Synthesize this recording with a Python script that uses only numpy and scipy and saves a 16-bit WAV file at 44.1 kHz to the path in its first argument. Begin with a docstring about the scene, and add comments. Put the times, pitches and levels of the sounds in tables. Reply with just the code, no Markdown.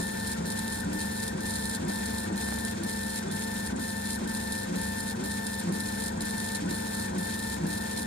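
"""A stepper motor sings as a laser engraver rasters line by line, heard from inside the case: a stack of tones
holds at full speed and glides down and up at every turn. Carriage rollers rattle as noise ringing the rail,
short bright noise ticks mark the turns, and each line feed swells frame tones and panel rumble. Fans and mains
hum on underneath as wavering tones, rumble and hiss; fingers creak on the camera as dull taps, and there is
one brief squeak."""
import sys
import numpy as np
from scipy import signal
from scipy.fft import rfft, irfft, next_fast_len
from scipy.io import wavfile
from scipy.ndimage import uniform_filter1d, map_coordinates

SR = 44100
rng = np.random.default_rng(int(sys.argv[2]) if len(sys.argv) > 2 else 0)


def store_wav(level_fs):
    """Save 16-bit WAV to argv[1]."""
    pcm = np.round(np.clip(np.atleast_2d(level_fs), -1, 1) * 32767)
    wavfile.write(sys.argv[1], SR, pcm.T.astype(np.int16))


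N = 355578
T = np.arange(N) / SR  # time in s

# Spectra give relative level per Hz; each noise is brought to its own level afterwards.
# Mains and fan tones: f/Hz, mean level/dB, left-right/dB, left lead/rad, waver/dB
HUM_TONES = [(100.0, -48, .1, .02, 1.5), (200.0, -39.3, .3, .42, .6), (224.0, -42.3, -1.1, .44, 1.5),
             (298.2, -55, 2.5, .96, 2.5), (521.7, -48.8, 6.7, -2.65, 1), (596.5, -61.5, -.7, 3.06, 2),
             (745.5, -59, 1, 3.0, 2.5), (1043.4, -63, 3, -3.05, 2), (2086.8, -72, 0, -1, 2)]
# Air resonances colouring the fan rumble: f/Hz, width/Hz, level/dB
DUCT_MODES = [(71.6, 5, 12), (174.4, 8.9, -1.5), (363.7, 4.4, 3.5), (451, 20, 9.5), (690, 17, 7),
              (875, 13, -19), (1571, 19.6, 9), (1837, 23, 15)]
# Fan rumble spectrum: f/Hz, level/dB
RUMBLE_SPECTRUM = [(12, -60), (20, -20.5), (85, -5), (144, -6.5), (210, 0), (340, -9.5), (560, -16),
                   (900, -8.5), (1180, -19.5), (1330, -16), (1750, -15), (1930, -29.5), (2500, -35),
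                   (4000, -120)]
# Air jet hiss spectrum: f/Hz, level/dB
HISS_SPECTRUM = [(1200, -50), (1900, -1.5), (2400, -1.5), (2650, -2), (2900, -8), (3150, -2), (4270, -2),
                 (4620, -3.5), (7560, -3), (9170, -5), (11400, -17), (14500, -23), (15600, -30)]
# Finger creaks on the camera's right side: t/s, level/dB (before the pulse shape)
FINGER_TAPS = [(2.351, -24), (2.4875, -17), (2.5248, -14.5), (2.580, -19), (2.83, -22)]
# Brief squeak: start t/s, end t/s, f/Hz, mean level/dB
SQUEAK_NOTE = (3.27, 3.312, 3500, -54)

# The head stands still: t/s, line feed shake level/dB
STANDSTILLS = [(-.066, -31.5), (.407, -35.5), (.881, -37), (1.357, -38), (1.832, -35), (2.309, -37.5),
               (2.785, -39.5), (3.263, -38), (3.744, -37), (4.225, -38), (4.707, -36), (5.189, -38),
               (5.673, -36), (6.157, -39), (6.643, -37), (7.131, -36.5), (7.617, -35), (8.105, -39)]
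# Short bright ticks at each turn: t/s from standstill, mean level/dB (before smoothing)
TURN_TICKS = [(-.036, -42.5), (0.017, -41)]
# Turn tick spectrum: f/Hz, level/dB
TICK_SPECTRUM = [(3000, -43.5), (5500, -36), (6900, 8), (8800, 7), (10800, -14), (12000, -35.5)]
# Frame modes, relative to the shake: mean f/Hz, mean level/dB, left-right/dB, left lead/rad
FRAME_MODES = [(174.5, -2, 0.5, 0.43), (279.6, -6.5, -2, 1), (358.7, -7.5, -1, 1)]
# Panel rumble spectrum: f/Hz, level/dB
PANEL_SPECTRUM = [(90, -60.5), (160, 2.5), (300, -0.5), (450, -6.5), (750, -9.5), (1000, -13.5),
                  (1600, -22.5), (2200, -60.5)]
MODE_MIX_DB = 2  # spread of each frame mode's level from one line feed to the next

# Rattle along a stroke, by share of the way from turn to turn: share, mean level/dB
STROKE_RATTLE = [(.12, -42.5), (.28, -40), (.47, -43), (.65, -40), (.85, -39.5)]
# Roller rattle spectrum before the rail rings: f/Hz, level/dB
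RATTLE_SPECTRUM = [(1180, -52), (2000, -28), (2920, -60), (3100, -5), (3400, -13.5), (3490, -9), (4110, 1),
                   (4720, -5), (5140, -2), (5850, -8.5), (7630, -1), (9620, 1), (12100, -11.5),
                   (14900, -13), (15600, -32.5)]
# Rail and carriage modes: f/Hz, width/Hz, level/dB
RAIL_MODES = [(3520, 59, 4.5), (3899.6, 77, 1), (4270, 104, 0.5), (4880, 77.7, -4), (9200, 71, -15),
              (9480, 82, 6), (10020, 310, 5.5), (11084, 80, 10)]
# Roller knocks at set times, mostly loud: t/s, level/dB (before smoothing)
SET_KNOCKS = [(.2709, -38), (.5022, -34), (.5879, -34), (.679, -40), (.6972, -41), (.7446, -41),
              (1.2535, -49), (1.282, -42), (1.507, -29.5), (1.5369, -33), (1.6544, -32), (1.696, -31),
              (1.7493, -33), (1.888, -41), (2.0581, -33), (2.4086, -37), (2.6493, -32), (3.1586, -38),
              (3.581, -41), (4.131, -36.5), (4.3723, -35), (4.5216, -34.5), (4.8339, -46), (5.0966, -43),
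              (5.4664, -31), (5.8043, -36), (5.857, -35), (6.0368, -42), (6.0595, -35.5), (6.308, -38),
              (6.3795, -34), (6.4007, -32.5), (6.5483, -31), (6.7078, -33.5), (6.9972, -33), (7.2963, -38),
              (7.341, -34.5), (7.527, -39), (7.7042, -41), (7.9108, -35), (7.9916, -46)]
# More, mostly softer knocks at random times: mean rate/s, least level/dB, scale of the random lift/dB
SMALL_PER_S, SMALL_DB, SMALL_SPREAD_DB = 24, -47, 2
# Jolts on reaching full speed and on braking: t/s from standstill, mean level/dB
JOLT_S, JOLT_DB = .05, -41.5
BRAKE_S, BRAKE_DB = -.075, -41.5

STEP_HZ = 445.8  # mean step rate at full speed
# Motor tones at full speed: multiple of the step rate, mean level/dB before the mount, left-right/dB, left lead/rad
MOTOR_TONES = [(1, -53, 8, 2.5), (2, -56, 7.5, 0.2), (4, -47, 9, -0.73), (6, -68.5, 13, 2),
               (8, -59, 11, 1.64), (12, -59.5, 2, -0.8456), (16, -92, 4, 4)]
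# Motor mount rings as a tone sweeps through: f/Hz, width/Hz, level/dB
MOUNT_MODES = [(960, 120, 0), (1540, 70, 9), (1790, 12, 0)]
# Braking or speeding up: time/s, mean softening/dB, random share of judder in the speed
RAMP_S, RAMP_DB, RAMP_JUDDER = .047, -6.5, .1

# The two microphone ports: f/Hz, likeness 0-1, left lead/rad, left-right/dB
STEREO_PORTS = [(60, .998, .02, 0), (200, .98, .4, 0), (300, .88, .9, 2), (390, .5, 1.3, 0),
                (480, .5, 3, 4), (650, .6, 2.9, 0), (740, .8, 3, 1), (930, .45, 4, 7), (1160, .45, 3.7, 0),
                (1330, .5, 3.9, 2), (1510, .3, 6.5, 8), (1680, .35, 3.1, 0), (1950, .25, 6, 5),
                (2250, .1, 7, 0), (2420, .1, 7, 3), (3000, .15, 8, 0), (3700, .5, 7, 2), (6200, .35, 9, -1),
                (9500, .42, 21, -4), (15000, .15, 28, -2)]
TOP_HZ = 15700  # band limit


def amp(db):
    """Turn decibels into a linear gain."""
    return 10 ** (np.asarray(db) / 20)


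def unit(x):
    """Bring a sound to rms 1."""
    return x / np.sqrt(np.mean(x ** 2) + 1e-20)


def along(points, hz, axis=1):
    """Read one column of a table smoothly along a log frequency axis."""
    columns = np.transpose(points)
    return np.interp(np.log(hz + 1), np.log(columns[0] + 1), columns[axis])


def wobble(rate):
    """A smooth random curve with rate knots a second."""
    knots = rng.standard_normal(int(N * rate / SR) + 4)
    return map_coordinates(knots, [T * rate])


def peaks(modes, hz):
    """Gain of 1 with resonant bumps on top, added as power."""
    bumps = sum(amp(2 * db) / (1 + (2 * (hz - centre) / width) ** 2) for centre, width, db in modes)
    return np.sqrt(1 + bumps)


def ports(envelope, gain):
    """Enveloped, coloured noise of rms 1; the two ports share part of it, with a phase lead and tilt."""
    m = next_fast_len(N + 8192)
    hz = np.fft.rfftfreq(m, 1 / SR)
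    left, other = rfft(envelope * rng.standard_normal((2, N)), m) * gain(hz)
    alike = np.clip(along(STEREO_PORTS, hz), 0, 1)
    shared = alike * np.exp(-1j * along(STEREO_PORTS, hz, axis=2)) * left
    right = shared + np.sqrt(1 - alike ** 2) * other
    tilt = amp(along(STEREO_PORTS, hz, axis=3) / 2)
    return unit(irfft([left * tilt, right / tilt], m)[:, :N])


def tone(phase, pan_db, lead):
    """A sine of rms 1, spread in level and phase between left and right."""
    side = np.array([[.5], [-.5]])
    return np.sqrt(2) * amp(side * pan_db) * np.sin(phase + side * lead)


def bursts(times, db, t60):
    """Envelope of sudden contacts that die away by 60 dB in t60 seconds."""
    index = np.clip((times * SR).astype(int), 0, N)
    hits = np.bincount(index, amp(db), N + 1)[:N]
    return signal.lfilter([1], [1, -amp(-60 / (t60 * SR))], hits)


def from_turn():
    """Signed seconds from the nearest standstill, and that turn's index."""
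    turns = np.array(STANDSTILLS)[:, 0]
    k = np.searchsorted((turns[1:] + turns[:-1]) / 2, T)
    return T - turns[k], k


def fans():
    """Moving air rumbles through duct resonances and hisses; mains and fan tones waver a little."""
    rumble = ports(amp(0.65 * wobble(2.9687)),
                   lambda hz: amp(along(RUMBLE_SPECTRUM, hz)) * peaks(DUCT_MODES, hz))
    hiss = ports(amp(2.1 * wobble(60)), lambda hz: amp(along(HISS_SPECTRUM, hz)))
    out = amp(-38) * rumble + amp(-45.5) * hiss
    for hz, db, pan_db, lead, waver_db in HUM_TONES:
        level = amp(db + waver_db * wobble(5))
        phase = 2 * np.pi * hz * T + 0.33 * wobble(2.09) + rng.uniform(0, 6.86)
        out += level * tone(phase, pan_db, lead)
    return out


def small_sounds():
    """Fingers make dull one-cycle pulses on the right port; a gated, unsteady sine squeaks once."""
    out = np.zeros((2, N))
    u = np.arange(200) / SR / 0.00021  # time in units of 0.21 ms
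    pulse = (u - 0.4126 * u ** 2) * np.exp(1 - u)
    for s, db in FINGER_TAPS:
        out[1, round(s * SR):][:len(u)] += amp(db) * pulse
    start, end, hz, db = SQUEAK_NOTE
    gate = np.clip(np.minimum(T - start, end - T) / 0.0045, 0, 1)
    phase = 2 * np.pi * hz * T + 0.72 * wobble(60)
    squeak = amp(db + 2.3 * wobble(88)) * gate * tone(phase, pan_db=-9.0, lead=0.81)
    return out + squeak


def turn_ticks():
    """Short bright ticks at each turn, as a high motor overtone glides through a resonance: noise bursts."""
    offsets, levels = np.array(TURN_TICKS).T
    times = np.array(STANDSTILLS)[:, :1] + offsets
    db = levels + 2.2 * rng.standard_normal(times.shape)
    level = uniform_filter1d(bursts(times.ravel(), db.ravel(), t60=0.039), 150)
    return np.sqrt(np.mean(level ** 2)) * ports(level, lambda hz: amp(along(TICK_SPECTRUM, hz)))


def line_feed():
    """The gantry steps to the next line, sets the frame modes swinging and the panels rumbling."""
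    dt, k = from_turn()
    late = dt - .015  # the swell peaks 15 ms after standstill
    swell = np.exp(-np.where(late < 0, late / 0.042, late / 0.079) ** 2)
    out = amp(-0.5) * ports(amp(3.6 * wobble(40)), lambda hz: amp(along(PANEL_SPECTRUM, hz)))
    for hz, db, pan_db, lead in FRAME_MODES:
        detune, mix = rng.standard_normal((len(STANDSTILLS), 2))[k].T  # drawn anew at each turn
        pitch = hz * (1 + .04 * detune + .04 * wobble(25))
        level = amp(db + MODE_MIX_DB * mix + 2.7 * wobble(30))
        out = out + level * tone(2 * np.pi * np.cumsum(pitch) / SR, pan_db, lead)
    return out * swell * amp(np.array(STANDSTILLS)[k, 1])


def rollers():
    """Dense uneven contacts ring the rail while the head travels; braking silences them."""
    dt = from_turn()[0]
    turns = np.array(STANDSTILLS)[:, 0]
    fade = amp(-600 * np.clip(dt + 0.07235, 0, 1))  # falls 600 dB a second
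    moving = np.where(dt < 0, fade, np.clip((dt - .046) / .005, 0, 1))
    stroke = np.interp(T, turns, np.arange(len(turns))) % 1
    load_db = np.interp(stroke, *np.transpose(STROKE_RATTLE)) + .8 * wobble(25)

    times = rng.random(5000) * N / SR
    contacts = bursts(times, 4.3 * rng.standard_normal(len(times)), t60=0.0065)
    grit = unit(0.8 + contacts) * amp(2.0 * wobble(50))

    gap, size = rng.random((300, 2)).T
    when = np.cumsum(-np.log(1 - gap)) / SMALL_PER_S
    small_db = SMALL_DB - SMALL_SPREAD_DB * np.log(1 - .9 * size)
    small = moving * bursts(when, small_db, t60=.035)

    jolt_times = turns[1:, None] + [JOLT_S, BRAKE_S]
    jolt_db = [JOLT_DB, BRAKE_DB] + 1.9 * rng.standard_normal(jolt_times.shape)
    jolts = bursts(jolt_times.ravel(), jolt_db.ravel(), t60=0.016)
    set_knocks = bursts(*np.transpose(SET_KNOCKS), t60=0.036)
    knocks = uniform_filter1d(set_knocks + small + jolts, size=60)
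    level = amp(load_db) * moving * grit + np.abs(knocks)

    def rail(hz):
        """Rattle spectrum through the rail modes, with the treble rolled off."""
        return amp(along(RATTLE_SPECTRUM, hz)) * peaks(RAIL_MODES, hz) / (1 + (hz / 13000) ** 6)

    def top(hz):
        """High band with one narrow resonance."""
        band = (hz / 11500) ** 4 / (1 + (hz / 11500) ** 6) / (1 + (hz / 15200) ** 24)
        return band * peaks([(14550, 150, 5)], hz)

    rattle = np.sqrt(np.mean(level ** 2)) * ports(level, rail)
    sizzle = ports(moving ** 0.32 * level ** 0.23, top)  # more even on top, slower to fade
    return rattle + amp(-50.5) * sizzle


def mount(x):
    """The motor mount adds its resonant ringing to the direct sound."""
    m = next_fast_len(N + 8192)
    f = np.fft.rfftfreq(m, 1 / SR)
    ring = sum(amp(db) * 1j * f * w / (c * c - f * f + 1j * f * w) for c, w, db in MOUNT_MODES)
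    return irfft(rfft(x, m) * (1 + ring), m)[:, :N]


def stepper():
    """Every tone follows the head's speed, flutters a little and builds up again after the turn."""
    dt = from_turn()[0]
    speed = np.clip(np.abs(dt + 0.00192) / RAMP_S, 0, 1)
    ramping = speed < 1
    flutter = 1 + 0.00196 * wobble(40) + RAMP_JUDDER * ramping * wobble(90)
    phase = 2 * np.pi * np.cumsum(STEP_HZ * speed * flutter) / SR
    throb = 1 + 0.078 * np.sin(.103 * phase + 0.82 * wobble(8))  # uneven belt load: sidebands
    out = 0
    for order, db, pan_db, lead in MOTOR_TONES:
        slip = 0.012 * order * wobble(70)  # higher tones are less steady
        level = amp(db + 0.86 * wobble(45))
        out = out + level * tone(order * phase + slip + 2 * np.pi * rng.random(), pan_db, lead)
    ramp = amp(RAMP_DB + 3.5 * wobble(150)) * speed ** 1.6
    settle = np.where(dt > 0, np.clip(0.8 + (dt - .07) / 0.041, .55, 1), 1)
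    return mount(out * throb * np.where(ramping, ramp, settle))


def scene():
    """Sum every layer, from the fans up to the singing stepper."""
    return fans() + small_sounds() + turn_ticks() + line_feed() + rollers() + stepper()


def record(dry):
    """The camera keeps nothing above its band limit."""
    m = next_fast_len(N + 8192)
    keep = np.fft.rfftfreq(m, 1 / SR) < TOP_HZ
    return irfft(rfft(dry, m) * keep, m)[:, :N]


dry = scene()
out = record(dry)
store_wav(out)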